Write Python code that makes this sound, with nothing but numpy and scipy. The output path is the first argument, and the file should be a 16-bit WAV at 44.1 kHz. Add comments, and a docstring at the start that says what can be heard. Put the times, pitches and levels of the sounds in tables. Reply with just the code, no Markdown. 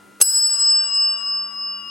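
"""A wall bell in a stone hall

A small bell is struck once: the clapper hits, chatters and touches lightly once more. Each impact
excites short-lived modes, and the bell rings on in pairs of nearly equal frequency, which beat.
Reverberation carries the clang over a faint electric hum. An automatic gain control ducks at the
blow and slowly lets the ring swell back."""
import sys
import numpy as np
from scipy import signal
from scipy.fft import rfft, irfft, next_fast_len
from scipy.io import wavfile

SR = 44100
rng = np.random.default_rng(int(sys.argv[2]) if len(sys.argv) > 2 else 0)


def output_pcm(signal):
    """Save a mono or channel-first signal as 16-bit PCM at the path in sys.argv[1].

    Samples are clipped to [-1, 1] before scaling.
    """
    pcm = np.clip(np.atleast_2d(signal).T, -1, 1) * 32767
    wavfile.write(sys.argv[1], SR, np.round(pcm).astype(np.int16))


N = 83790

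# the bell's lasting mode pairs (frequency [Hz], twin's offset [Hz], antiphase time after the blow [s])
MODE_PAIRS = [(1145.4, 1.1, .7), (2847.2, -1, .29), (5082.9, -3.15, .035), (6121, 6, .05),
              (7829.3, -12, .028), (10162, 7, .05), (11046, 7, .09), (14758, 17, .03), (15528, 11, .06)]
# their ringing (level [dB], t60 [s], left-right [dB], twin's relative level [dB], twin's left-right [dB])
PAIR_RINGING = [(-35.5, 15.8, 12, -12.5, 4), (-32, 14, 9, -7, 10.5), (1.5, 3.05, 4, -4, -1),
                (-30, 1.4, -1.5, -13.5, -0.5), (5, 1.157, 3.5, 2, -1), (-26, 1.3, 0, -13, -1),
                (-7.5, 0.55, -4.5, -12, -2), (-9, .42, 5.5, -10.5, 0.5), (-11, 0.46, 7.5, -13, -1.5)]
# wavering of the ring as it fades (time [s], level [dB])
RING_WAVER = [(0.228, 1), (0.348, 1.5), (.5, -0.5), (.63, 2.5), (.82, 1), (.98, 2.5), (1.171, 1), (1.27, 1),
              (1.48, -0.5), (1.62, 1.5), (1.88, 1)]
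# clapper contacts (time [s], level [dB], excited band's centre [Hz], width [octaves], crack level [dB])
CONTACTS = [(0.2137, 11.5, 7480, 0.26, -8.5), (0.222, 17, 11450, 0.28, -13), (.472, -37, 10900, 0.39, -29)]
# short-lived modes of bell and clapper (frequency [Hz])
CLANG_HZ = [1560, 2815, 4290, 6115, 6460, 8244, 8385, 9385, 10840, 11050, 11543, 13230]
# their ringing (level [dB], t60 [s])
CLANG_RINGING = [(-28.5, 0.3), (-12.5, 0.05), (-10.5, 0.045), (-7, 0.054), (-9.5, 0.033), (-1.5, 0.062),
                 (-16.5, .07), (-8.5, .07), (-11.5, 0.077), (-1.5, 0.11), (-10.5, .07), (-10.5, 0.057)]
# noise of a contact (frequency [Hz], relative density [dB])
CRACK_SPECTRUM = [(25, -32.5), (100, -22), (200, -14.5), (400, 4.5), (800, -4.5), (1600, -5), (3000, -7.5),
                  (6500, -3.5), (12000, -9.5), (15500, -15.5)]
# the blow's diffuse sound in the hall (frequency [Hz], relative density [dB])
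WASH_SPECTRUM = [(100, -33), (430, -21.5), (700, -8.5), (1000, -15), (1400, -6), (2000, -19), (3500, -16),
                 (4400, -8), (5600, 1.5), (6300, -16), (7200, -0.5), (9500, -1.5), (11300, 7), (13500, 0.5),
                 (15500, -3)]
# the hall's reverberation time (frequency [Hz], t60 [s])
HALL_T60 = [(200, 3.3), (1300, 3.64), (2500, 3.15), (4400, 1.96), (6500, 1.2), (9000, .9), (11500, 0.69),
            (15000, 0.59)]
# left-right likeness of diffuse sound (frequency [Hz], coherence [ratio])
COHERENCE = [(60, .93), (250, 0.27), (700, 0.26), (2000, 0.69), (6000, 0.88), (14000, 0.35)]
# harmonics in the electric hum (multiple of the mains frequency [ratio])
HUM_HARMONICS = [4, 6, 20, 26, 28, 40, 48, 56]
# their strengths (rms level [dB], left-right [dB])
HUM_LEVELS = [(-58, -3), (-61.5, 1.5), (-66.5, -0.5), (-61.5, 2.5), (-56, 7), (-65.5, 2), (-77, -5.5),
              (-69, 2.5)]
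# still air in the hall (frequency [Hz], relative density [dB])
AIR_SPECTRUM = [(25, -18), (70, -11), (170, -1), (400, 0), (700, -5.5), (1400, -4.5), (3000, -10.5),
                (6000, -14), (10000, -12), (15000, -24.5)]
# a soft rustle before the blow (frequency [Hz], relative density [dB])
RUSTLE_SPECTRUM = [(40, -34), (120, -6), (190, -6.5), (400, -2), (700, -10.5), (3000, -33.5)]

STRIKE_S = 0.2135


def bell_ring(rise_s=0.013, twin_rise_s=0.12, reverb_db=-19):
    """Beating: each damped mode interferes with its detuned twin, differently at each microphone."""
    t, ring = since_arrival(STRIKE_S), np.zeros((2, N))
    swell, twin_swell = 1 - np.exp(-t / rise_s), 1 - np.exp(-t / twin_rise_s)
    for (hz, split_hz, dip_s), (db, t60, side_db, twin_db, twin_side_db) in zip(MODE_PAIRS, PAIR_RINGING):
        main = pan(side_db) * swell * np.sin(2 * np.pi * hz * t)
        twin = pan(twin_side_db) * twin_swell * np.sin(2 * np.pi * (hz * t + split_hz * (t - dip_s)))
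        ring += amp(db) * (main - amp(twin_db) * twin) * decay(t, t60)
    waver = amp(np.interp(since(0), *np.transpose(RING_WAVER)))
    return (ring + amp(reverb_db) * hall_reverb(ring.mean(axis=0))) * waver


def clapper(rise_s=0.0011, off_band_db=-12, crack_lead_s=0.0023,
            scrape_s=0.012, scrape_db=-25, reverb_db=-7.5):
    """Impact excitation: each contact cracks and drives most strongly the modes near its own band."""
    clang, crack_envelope = np.zeros((2, N)), np.zeros(N)
    for contact_s, db, centre_hz, octaves, crack_db in CONTACTS:
        t = since_arrival(contact_s)
        onset = 1 - np.exp(-t / rise_s)
        for hz, (mode_db, t60) in zip(CLANG_HZ, CLANG_RINGING):
            drive_db = off_band_db * (1 - np.exp(-(np.log2(hz / centre_hz) / octaves) ** 2))
            clang += amp(db + mode_db + drive_db) * onset * decay(t, t60) * np.sin(2 * np.pi * hz * t)
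        crack_age = since(contact_s - crack_lead_s)
        crack_onset = 1 - np.exp(-(crack_age / crack_lead_s) ** 2)
        crack_envelope += amp(crack_db) * crack_onset * decay(crack_age, t60=0.034)
    # the clapper scrapes just before it lands
    before_blow = since(STRIKE_S) == 0
    scrape_envelope = amp(scrape_db) * np.sqrt(since(STRIKE_S - scrape_s) / scrape_s) * before_blow
    contact_noise = (crack_envelope + scrape_envelope) * diffuse_noise(CRACK_SPECTRUM)
    return clang + contact_noise + amp(reverb_db) * hall_reverb(clang.mean(axis=0))


def hall_wash(level_db=-9, rise_s=0.0033):
    """Reverberant field: the blow spreads through the hall and darkens as it dies."""
    build_up = 1 - np.exp(-since(STRIKE_S) / rise_s)
    return amp(level_db) * build_up * absorb(diffuse_noise(WASH_SPECTRUM), STRIKE_S)


def hall_reverb(x):
    """Convolution: the hall answers a sound with its impulse response, a tail of decaying noise."""
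    tail = absorb(diffuse_noise([(1, 0), (SR, 0)]), 0)
    return signal.fftconvolve(x[None], tail / np.linalg.norm(tail[0]), axes=1)[:, :N]


def absorb(x, start_s):
    """Absorption: from start_s on, each frequency dies at the hall's rate, the treble fastest."""
    hz, t, spectra = signal.stft(x, SR, nperseg=512)
    remaining = decay(np.maximum(t - start_s, 0), curve_at(HALL_T60, hz)[:, None])
    return signal.istft(spectra * remaining, SR, nperseg=512)[1][:, :N]


def room_tone(mains_hz=50, air_db=-55, rustle_db=-54, rustle_peak_s=0.07, rustle_width_s=0.12):
    """Ambient noise: mains harmonics hum over still air and one soft rustle."""
    t, hum = since(0), np.zeros((2, N))
    for harmonic, (db, side_db) in zip(HUM_HARMONICS, HUM_LEVELS):
        phase = 2 * np.pi * (harmonic * mains_hz * t + rng.random())
        hum += pan(side_db) * amp(db) * np.sqrt(2) * np.sin(phase)
    air = amp(air_db) * diffuse_noise(AIR_SPECTRUM)
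    rustle_envelope = amp(rustle_db) * np.exp(-((t - rustle_peak_s) / rustle_width_s) ** 2)
    return hum + air + rustle_envelope * diffuse_noise(RUSTLE_SPECTRUM)


def diffuse_noise(spectrum):
    """Partial coherence: independent mid and side noises mix into a stereo field of rms 1."""
    def mid_side_gains(hz):
        angle = np.arccos(np.clip(curve_at(COHERENCE, hz), -1, 1)) / 2
        return amp(curve_at(spectrum, hz)) * [np.cos(angle), np.sin(angle)]
    mid, side = filtered(rng.standard_normal((2, N)), mid_side_gains)
    pair = np.array([mid + side, mid - side])
    return pair / pair.std()


def since_arrival(start_s, right_lag_s=0.000011):
    """Path difference: seconds since a sound reached the left microphone and, later, the right."""
    return np.array([since(start_s), since(start_s + right_lag_s)])


def since(start_s):
    """Causality: seconds elapsed after start_s, zero before it."""
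    return np.maximum(np.arange(N) / SR - start_s, 0)


def decay(t, t60):
    """Exponential damping: the amplitude falls 60 dB in t60 seconds."""
    return np.exp(-np.log(1000) * np.minimum(t / t60, 10))


def pan(db):
    """Level difference: left and right gains that lie db apart."""
    return amp(np.array([[db], [-db]]) / 2)


def amp(db):
    """Decibel law: 20 dB is a tenfold amplitude."""
    return 10 ** (np.asarray(db) / 20)


def curve_at(points, hz):
    """Interpolation: (frequency [Hz], value) points read on a logarithmic frequency axis."""
    frequencies, values = np.transpose(points)
    return np.interp(np.log(hz + 1), np.log(frequencies + 1), values)


def filtered(x, response):
    """Linear filtering: the spectrum of x is multiplied by a frequency response."""
    size = next_fast_len(N + SR // 2)
    return irfft(rfft(x, size) * response(np.fft.rfftfreq(size, 1 / SR)), size)[..., :N]


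def scene():
    """Superposition: the bell, a little to the left, adds to the hall's wash and the room tone."""
    return bell_ring() + pan(db=0.5) * (clapper() + hall_wash()) + room_tone()


def record(dry, threshold_db=-5.5, max_cut_db=29.5, attack_s=0.004, release_s=0.42, lowpass_hz=15800):
    """Automatic gain control: it ducks fast and recovers slowly; the first peak clips before it acts."""
    peak_db = 20 * np.log10(np.abs(dry).max(axis=0) + 1e-9)
    over_db = np.clip(peak_db - threshold_db, 0, max_cut_db)
    release = np.exp(-since(0) / release_s)
    held_db = release * np.maximum.accumulate(over_db / release)
    attack_pole = np.exp(-1 / (attack_s * SR))
    cut_db = signal.lfilter([1 - attack_pole], [1, -attack_pole], held_db)
    clipped = np.clip(dry * amp(-cut_db), -1, 1)
    return filtered(clipped, lambda hz: hz < lowpass_hz)


dry = scene()
out = record(dry)
output_pcm(out)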